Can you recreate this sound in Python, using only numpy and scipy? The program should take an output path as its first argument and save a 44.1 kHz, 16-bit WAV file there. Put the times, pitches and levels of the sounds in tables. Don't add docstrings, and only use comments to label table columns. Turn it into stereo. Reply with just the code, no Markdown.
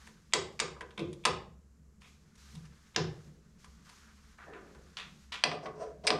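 import sys
import numpy as np
from scipy import signal
from scipy.fft import rfft, irfft, next_fast_len
from scipy.io import wavfile

SR = 44100
rng = np.random.default_rng(int(sys.argv[2]) if len(sys.argv) > 2 else 0)


def store_wav(level_fs):
    pcm = np.round(np.clip(np.atleast_2d(level_fs), -1, 1) * 32767)
    wavfile.write(sys.argv[1], SR, pcm.T.astype(np.int16))


N = 273276
TIME = np.arange(N) / SR

# f/Hz, width/Hz, lift/dB
LATHE_MODES = [(160, 4.3, 12), (212, 2.7, 4), (264, 33, -9.5), (341.5, 37, 10), (392.5, 51, 9.5),
               (475, 33, 12.5), (640, 18, 1.5), (1006, 99, 4.5), (1380, 110, -4.5), (1780, 260, -1.5),
               (2056, 43, 2.5), (5140, 510, 2), (8650, 89, 8.5)]
# f/Hz, relative density/dB
PALM_SPECTRUM = [(200, -4.5), (700, 2), (1200, 13.5), (1650, 13), (2400, 4.5), (4000, -8), (9000, -44.5)]


def from_db(db):
    return 10 ** (np.asarray(db) / 20)


def rms_one(x):
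    return x / np.sqrt(np.mean(x ** 2) + 1e-20)


def at_hz(points, hz):
    centres, *columns = np.transpose(points)
    return np.squeeze([np.interp(np.log(hz + 1), np.log(centres), c) for c in columns])


def bins(size):
    return np.arange(size // 2 + 1) * SR / size


def lift(modes, hz):
    total_db = 0
    for centre_hz, width_hz, db in modes:
        peak = from_db(abs(db)) ** 2 - 1
        power = 1 + peak / (1 + (2 * (hz - centre_hz) / width_hz) ** 2)
        total_db = total_db + np.sign(db) * 10 * np.log10(power)
    return total_db


def causal(db):
    cepstrum = irfft(np.log(from_db(db)))
    half = len(cepstrum) // 2
    cepstrum[1:half] *= 2
    cepstrum[half + 1:] = 0
    return np.exp(rfft(cepstrum))


def drift(knots_per_s):
    knots = rng.standard_normal(N // 40)
    return rms_one(np.interp(TIME * knots_per_s, np.arange(len(knots)), knots))


def coloured(x, spectrum, modes=()):
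    size = next_fast_len(N, real=True)
    hz = bins(size)
    gain = from_db(at_hz(spectrum, hz) + lift(modes, hz))
    return rms_one(irfft(rfft(x, size) * gain, size)[..., :N])


def stereo_noise(spectrum, side_db, modes=()):
    mid, side = rng.standard_normal((2, N))
    return coloured(mid + from_db(side_db) * side * [[1], [-1]], spectrum, modes)


def strokes(rows, attack_s, release_s, sag_db_per_s):
    power = np.zeros(N)
    for start_s, length_s, db in rows:
        t = np.maximum(TIME - start_s, 0)
        rise = np.minimum(t / attack_s, 1)
        held = from_db(db - sag_db_per_s * np.minimum(t, length_s))
        fall = np.exp(-np.minimum(np.maximum(t - length_s, 0) / release_s, 20))
        power += (rise * held * fall) ** 2
    return np.sqrt(power)


def friction(envelope, spectrum, slips_per_s, modes=()):
    happens = rng.random(N) < slips_per_s / SR
    slips = happens * rng.choice([-1, 1], N) * rng.uniform(0.7, 1, N)
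    return envelope * coloured(slips, spectrum, modes)


def chatter(rattle_ms, ring_s, ring_db, side_db, size):
    t = TIME[:size]
    grains = rng.standard_normal(size) * rng.exponential(1, size)
    rebounds = rms_one(grains * np.exp(-1000 * t / rattle_ms))
    rebounds = rebounds * np.sqrt(rattle_ms)
    mid, side = rng.standard_normal((2, size))
    ring = rms_one((mid + from_db(side_db) * side * [[1], [-1]]) * np.exp(-t / ring_s))
    return rfft(rebounds + from_db(ring_db) * ring) / np.sqrt(size)


def blows(table, tone, modes, own_db, direct_db, ring_db, ring_s, top_db, side_db, size=16384):
    # f/Hz, ratio/dB
    directness = [(160, -29), (430, -11.5), (1060, -0.5), (2350, 4), (4600, 2.5), (7700, 5)]
    slope_above_hz = 1890
    thud_q, part_q = 2.4, 7.7
    ripple_share = 0.7
    hz = bins(size)
    direct, spread = np.zeros((2, N + size)), np.zeros(N + size)
    bass_db = at_hz([(20, -42.5), (70, -1.5), (130, -3.5)], hz)
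    body_db = at_hz(tone, hz) + lift(modes, hz) + bass_db
    octaves = np.log2(np.hypot(1, hz / slope_above_hz))
    ratio_db = at_hz(directness, hz) + direct_db
    light = 1j * hz / (700 + 1j * hz)
    fade = np.cos(np.linspace(0, np.pi / 2, size)) ** 2
    for start_s, level_db, slope, rattle_ms, own_hz, edge_hz, *thud in table:
        after = chatter(max(rattle_ms, 1), ring_s, ring_db, side_db, size)
        contact = (1 + light * after) / np.sqrt(1 + abs(light) ** 2 * np.mean(abs(after) ** 2))
        edge_points = [(edge_hz, 0), (1.022 * edge_hz, top_db), (1.54 * edge_hz, 2 * top_db - 7.5)]
        edge_db = at_hz(edge_points, hz)
        part_db = lift([(own_hz, own_hz / part_q, own_db)], hz)
        if thud:
            thud_db, thud_hz = thud
            part_db = part_db + lift([(thud_hz, thud_hz / thud_q, thud_db)], hz)
        total_db = level_db + body_db + slope * octaves + part_db + edge_db
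        room_db = total_db - 10 * np.log10(1 + from_db(ratio_db) ** 2)
        ripple_db = 10 * np.log10(np.mean(abs(contact) ** 2, axis=0))
        at = round(start_s * SR)
        direct[:, at:at + size] += fade * irfft(contact * causal(room_db + ratio_db))
        spread[at:at + size] += fade * irfft(causal(room_db + ripple_share * ripple_db))
    return direct[:, :N], spread[:N]


def background():
    # f/Hz, relative density/dB
    hum_spectrum = [(25, -11), (45, -5), (70, -3), (100, -11.5), (200, -8.5), (260, -15), (600, -30),
                    (2000, -75.5)]
    air_spectrum = [(150, -32.5), (250, -3), (342, -15.5), (436, 3.5), (468, -7.5), (802, -11), (1160, -6),
                    (3460, -19), (7190, -11), (8700, -19.5), (11900, -22), (16000, -37.5)]
    # f/Hz, width/Hz, lift/dB
    hum_modes = [(58.8, 52, 1), (68, 3.1, 15), (118, 4.1, -4), (159, 4, 0), (194, 15, 4.5),
                 (218.7, 6.5, 11)]
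    hum = from_db(-60.5) * stereo_noise(hum_spectrum, side_db=-13.5, modes=hum_modes)
    air = from_db(-75) * stereo_noise(air_spectrum, side_db=-4.0)
    return hum + air


def handling():
    # start t/s, end t/s, level/dB
    rolls = [(0.0, 1.205, -65), (1.39, 1.567, -57), (1.771, 2.475, -64.5), (2.48, 2.783, -59.5),
             (2.91, 3.383, -56), (3.433, 3.852, -63), (4.004, 4.364, -71.5), (4.44, 5.181, -60),
             (5.55, 6.184, -59.5)]
    # start t/s, end t/s, palm level/dB, sleeve level/dB
    moves = [(-0.02, 0.08, -65, -64), (0.104, 0.6, -73.5, -74), (0.7, 1.254, -79, -76.5),
             (2.003, 2.124, -69.5, -67), (2.2, 2.398, -75.5, -75.5), (2.37, 2.56, -67, -63.5),
             (2.58, 2.85, -69.5, -71), (2.856, 3.28, -67.5, -71.5), (3.33, 3.581, -78, -78),
             (3.583, 3.657, -69, -66.5), (3.67, 3.84, -70, -71.5), (3.842, 3.997, -63, -63),
             (4.012, 4.334, -66, -70), (4.369, 5.24, -66, -72), (5.278, 6.19, -74.5, -83)]
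    # f/Hz, relative density/dB
    rumble_spectrum = [(30, -24), (70, -7), (110, -19.5), (150, 6), (205, -1.5), (270, -18), (450, -16.5),
                       (900, -34), (3000, -55)]
    sleeve_spectrum = [(500, -23.5), (2000, 4), (4000, 7), (6500, 7.5), (9000, -1.5), (13000, -8.5),
                       (16000, -28.5)]
    roll_rows = [(start, end - start, db) for start, end, db in rolls]
    palm_rows = [(start, end - start, db) for start, end, db, _ in moves]
    sleeve_rows = [(start, end - start, db) for start, end, _, db in moves]
    rolling = strokes(roll_rows, attack_s=0.027, release_s=0.032, sag_db_per_s=-0.9)
    sliding = strokes(palm_rows, attack_s=0.018, release_s=0.04, sag_db_per_s=5.8)
    brushing = strokes(sleeve_rows, attack_s=0.011, release_s=0.074, sag_db_per_s=-5.7)
    rumble_swell = from_db(2 * drift(8.2))
    palm_grain = from_db(2.2 * drift(45))
    sleeve_grain = from_db(0.43 * drift(140) + 0.62 * drift(24))
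    rumble = rolling * rumble_swell * stereo_noise(rumble_spectrum, side_db=-2)
    palm = sliding * palm_grain * stereo_noise(PALM_SPECTRUM, side_db=-5.5)
    sleeve = brushing * sleeve_grain * stereo_noise(sleeve_spectrum, side_db=-6.0)
    return rumble + palm + sleeve


def loose_ticks():
    # t/s, relative level/dB, treble slope/(dB/octave), ring f/Hz
    ticks = [(0.0709, -13, -6.5, 1830), (0.7651, -7, -25, 1140), (0.8087, 3.5, -13, 1650),
             (0.9074, -13, -12, 3600), (1.1299, -21, -1, 3500), (2.0189, -16.5, -9, 2970),
             (2.3547, -28, -3, 6040), (2.5524, -16, -5.5, 3900), (2.6533, -22.5, -6, 5530),
             (3.6446, -19, -4, 1230), (3.8932, -17, -5, 4520), (4.3871, -9.5, -22, 1160),
             (4.5354, -6.5, -17, 2430), (4.749, -16.5, -11, 1500)]
    # f/Hz, level/dB
    tick_tone = [(160, -16), (430, -12), (1060, 0.5), (2350, 1), (4600, 0), (7700, 0)]
    rattle_ms, edge_hz = 7.3, 11000
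    rows = [(start, db, slope, rattle_ms, hz, edge_hz) for start, db, slope, hz in ticks]
    return blows(rows, tick_tone, LATHE_MODES, own_db=10, direct_db=1.5, ring_db=-4.5,
                 ring_s=0.013, top_db=-14.5, side_db=4.0)


def lever_slides():
    # t/s, length/s, relative level/dB
    slides = [(.321, .014, -48), (.975, 0.021, -45.5), (1.234, 0.025, -53), (2.019, 0.062, -66),
              (2.944, .017, -55.5)]
    # f/Hz, relative density/dB
    lever_spectrum = [(300, -18), (1000, 0.5), (1600, -12.5), (2400, 10), (3000, 0), (3600, 6),
                      (4300, -14.5), (9000, -17), (15000, -51.5)]
    envelope = strokes(slides, attack_s=0.0019, release_s=0.014, sag_db_per_s=5)
    return friction(envelope, lever_spectrum, slips_per_s=370)


def stop_knocks():
    knocks = [(0.3357, 14.5, -1.5, 3.9, 8700, 8210, 5, 400), (0.593, -1, -5, 9.9, 2390, 8650, -2, 160),
              (0.6006, 11.5, -4, 4.2, 7200, 9000, 2.5, 443), (0.9773, 1, -16, 9.1, 2310, 11000, 23, 189),
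              (0.993, -4, -8.5, 6.1, 3650, 11200, 11.5, 169.4), (0.998, 13, -9.5, 5.4, 342, 620, 8, 172),
              (1.2527, 18.5, -5.5, 6.2, 1190, 9670, 1, 313), (2.525, 6.5, -9, 10.7, 140.5, 247, 4.5, 159),
              (2.9621, 14, -4, 1.84, 5280, 7340, 16, 152)]
    # f/Hz, level/dB
    knock_tone = [(160, -8), (430, -8.5), (1060, 1.5), (2350, 3), (4600, 3), (7700, -1)]
    return blows(knocks, knock_tone, LATHE_MODES, own_db=7.0, direct_db=-2.5, ring_db=-0.5,
                 ring_s=0.0022, top_db=-11.0, side_db=-3.5)


def hand_skids():
    # t/s, length/s, relative level/dB
    skids = [(4.384, 0.06, -56), (4.525, 0.054, -55)]
    envelope = strokes(skids, attack_s=0.0017, release_s=0.013, sag_db_per_s=31)
    return friction(envelope, PALM_SPECTRUM, slips_per_s=1900)


def spindle_swing():
    # t/s, length/s, relative level/dB
    swings = [(4.462, 0.023, -48.5), (4.56, 0.24, -61)]
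    # f/Hz, relative density/dB
    bearing_spectrum = [(100, -27), (250, 0.5), (400, 10.5), (620, 5), (900, -2.5), (1400, -18.5),
                        (1780, 2.5), (2200, -37), (3200, -39), (6000, -56)]
    envelope = strokes(swings, attack_s=0.0067, release_s=0.057, sag_db_per_s=28)
    return friction(envelope, bearing_spectrum, slips_per_s=1600)


def key_entry():
    # t/s, length/s, relative level/dB
    entries = [(4.967, 0.037, -43), (5.319, 0.026, -40.5), (5.37, .06, -60)]
    # f/Hz, relative density/dB
    tip_spectrum = [(500, -28.5), (1000, -4), (1600, -4), (2400, 0.5), (3500, -0.5), (4800, -9),
                    (7500, -18.5), (12000, -34.5), (15000, -55)]
    envelope = strokes(entries, attack_s=0.0036, release_s=0.027, sag_db_per_s=35.5)
    return friction(envelope, tip_spectrum, slips_per_s=1500)


def key_clanks():
    # t/s, relative level/dB, treble slope/(dB/octave), rattle/ms, ring f/Hz
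    key_blows = [(4.9701, -10.5, 1.5, 8.2, 3160), (5.3216, -8.5, -3.5, 8.9, 1120), (5.4384, 13, 1, 3, 2600),
                 (5.515, 4.5, -9.5, 6.7, 1220), (5.6575, 3, -14.5, 12, 1090), (6.0393, -8.5, -8, 29, 8510),
                 (6.069, -1, 7, 10, 8500), (6.0737, 7.5, 3.5, 6.1, 2290), (6.1043, 14, -3, 4.2, 1210)]
    # f/Hz, level/dB
    key_tone = [(160, -10.5), (430, 1.5), (1060, 0), (2350, 1.5), (4600, 2.5), (7700, -13)]
    # f/Hz, width/Hz, lift/dB
    key_modes = [(156, 6, 18.5), (281.3, 18, 0), (426.5, 14, 7), (630, 29, 6.5), (697, 110, 2),
                 (1080, 130, 6), (1370, 87, -5.5), (2010, 25, 9.5), (2293, 130, 2.5), (3880, 100, 0),
                 (4960, 110, 6.5), (5700, 180, 3.5), (6800, 550, -6.5), (9800, 70, -8)]
    edge_hz = 9280
    rows = [(*row, edge_hz) for row in key_blows]
    return blows(rows, key_tone, key_modes, own_db=8, direct_db=1, ring_db=0.5,
                 ring_s=0.0026, top_db=-14.5, side_db=5)


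def jaw_screw():
    # t/s, length/s, relative level/dB, groan f/Hz
    turning = [(5.493, 0.058, -44, 434), (5.618, 0.051, -43.5, 437), (5.742, 0.13, -52.5, 436),
               (5.789, 0.048, -41.5, 643), (5.848, 0.063, -56, 600), (6.033, 0.092, -40, 496)]
    # f/Hz, relative density/dB
    screw_spectrum = [(100, -28), (300, -7), (450, 1.5), (640, 1), (780, -18.5), (950, -1), (1800, -15),
                      (3500, -27), (5800, -18.5), (8500, -38.5), (12000, -49)]
    # f/Hz, width/Hz, lift/dB
    jaw_modes = [(425, 14, 10.5), (632, 88, 7), (744, 19, 21.5), (1120, 220, -3), (8530, 200, 18.5)]
    groan_width_hz, groan_db = 26, 5
    total = np.zeros(N)
    for *push, groan_hz in turning:
        envelope = strokes([push], attack_s=0.021, release_s=0.0052, sag_db_per_s=-8)
        modes = [*jaw_modes, (groan_hz, groan_width_hz, groan_db)]
        total += friction(envelope, screw_spectrum, slips_per_s=5700, modes=modes)
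    return total


def workshop(x, build_s, size=44100):
    # f/Hz, reverberation time/s, reverberant energy/dB, left-right likeness/1
    room_bands = [(100, 0.66, 2, 1), (212, 0.39, 5, .82), (430, 0.49, 1, .86), (1030, 0.38, -0.5, .78),
                  (2350, 0.36, -2.5, 0.48), (4670, 0.35, -5, 0.59), (7850, 0.3, -4.5, 0.36),
                  (13700, 0.18, -7.5, 0.42)]
    t, hz, response = TIME[:size], bins(size), 0
    edges_hz = np.geomspace(40, 18000, 17)
    white = rfft(rng.standard_normal((2, size)))
    for low, high in zip(edges_hz, edges_hz[1:]):
        t60_s, level_db, alike = at_hz(room_bands, np.sqrt(low * high))
        alike = np.clip(alike, 0, 1)
        swell = 1 - np.exp(-t / (build_s * (1000 / high) ** 0.49))
        band = irfft(white * ((hz >= low) & (hz < high)), size) * swell * from_db(-60 * t / t60_s)
        mid, side = [rms_one(b) * np.sqrt(2 * (high - low) / SR / size) for b in band]
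        side_gain = np.sqrt((1 - alike) / (1 + alike))
        response = response + from_db(level_db) * (mid + side_gain * side * [[1], [-1]])
    return signal.fftconvolve([x], response, axes=1)[:, :N]


def scene():
    still = background()
    hands = handling()
    ticks, ticks_spread = loose_ticks()
    knocks, knocks_spread = stop_knocks()
    clanks, clanks_spread = key_clanks()
    rubs = lever_slides() + hand_skids() + spindle_swing() + key_entry() + jaw_screw()
    room = workshop(knocks_spread + ticks_spread + clanks_spread + rubs, build_s=0.007)
    return knocks + ticks + clanks + from_db(-0.5) * rubs + room + hands + still


def record(dry):
    cutoff_hz, ripple_db, stop_db = 15900, 0.1, 80
    sos = signal.ellip(10, ripple_db, stop_db, cutoff_hz, fs=SR, output="sos")
    return signal.sosfilt(sos, dry)


dry = scene()
out = record(dry)
store_wav(out)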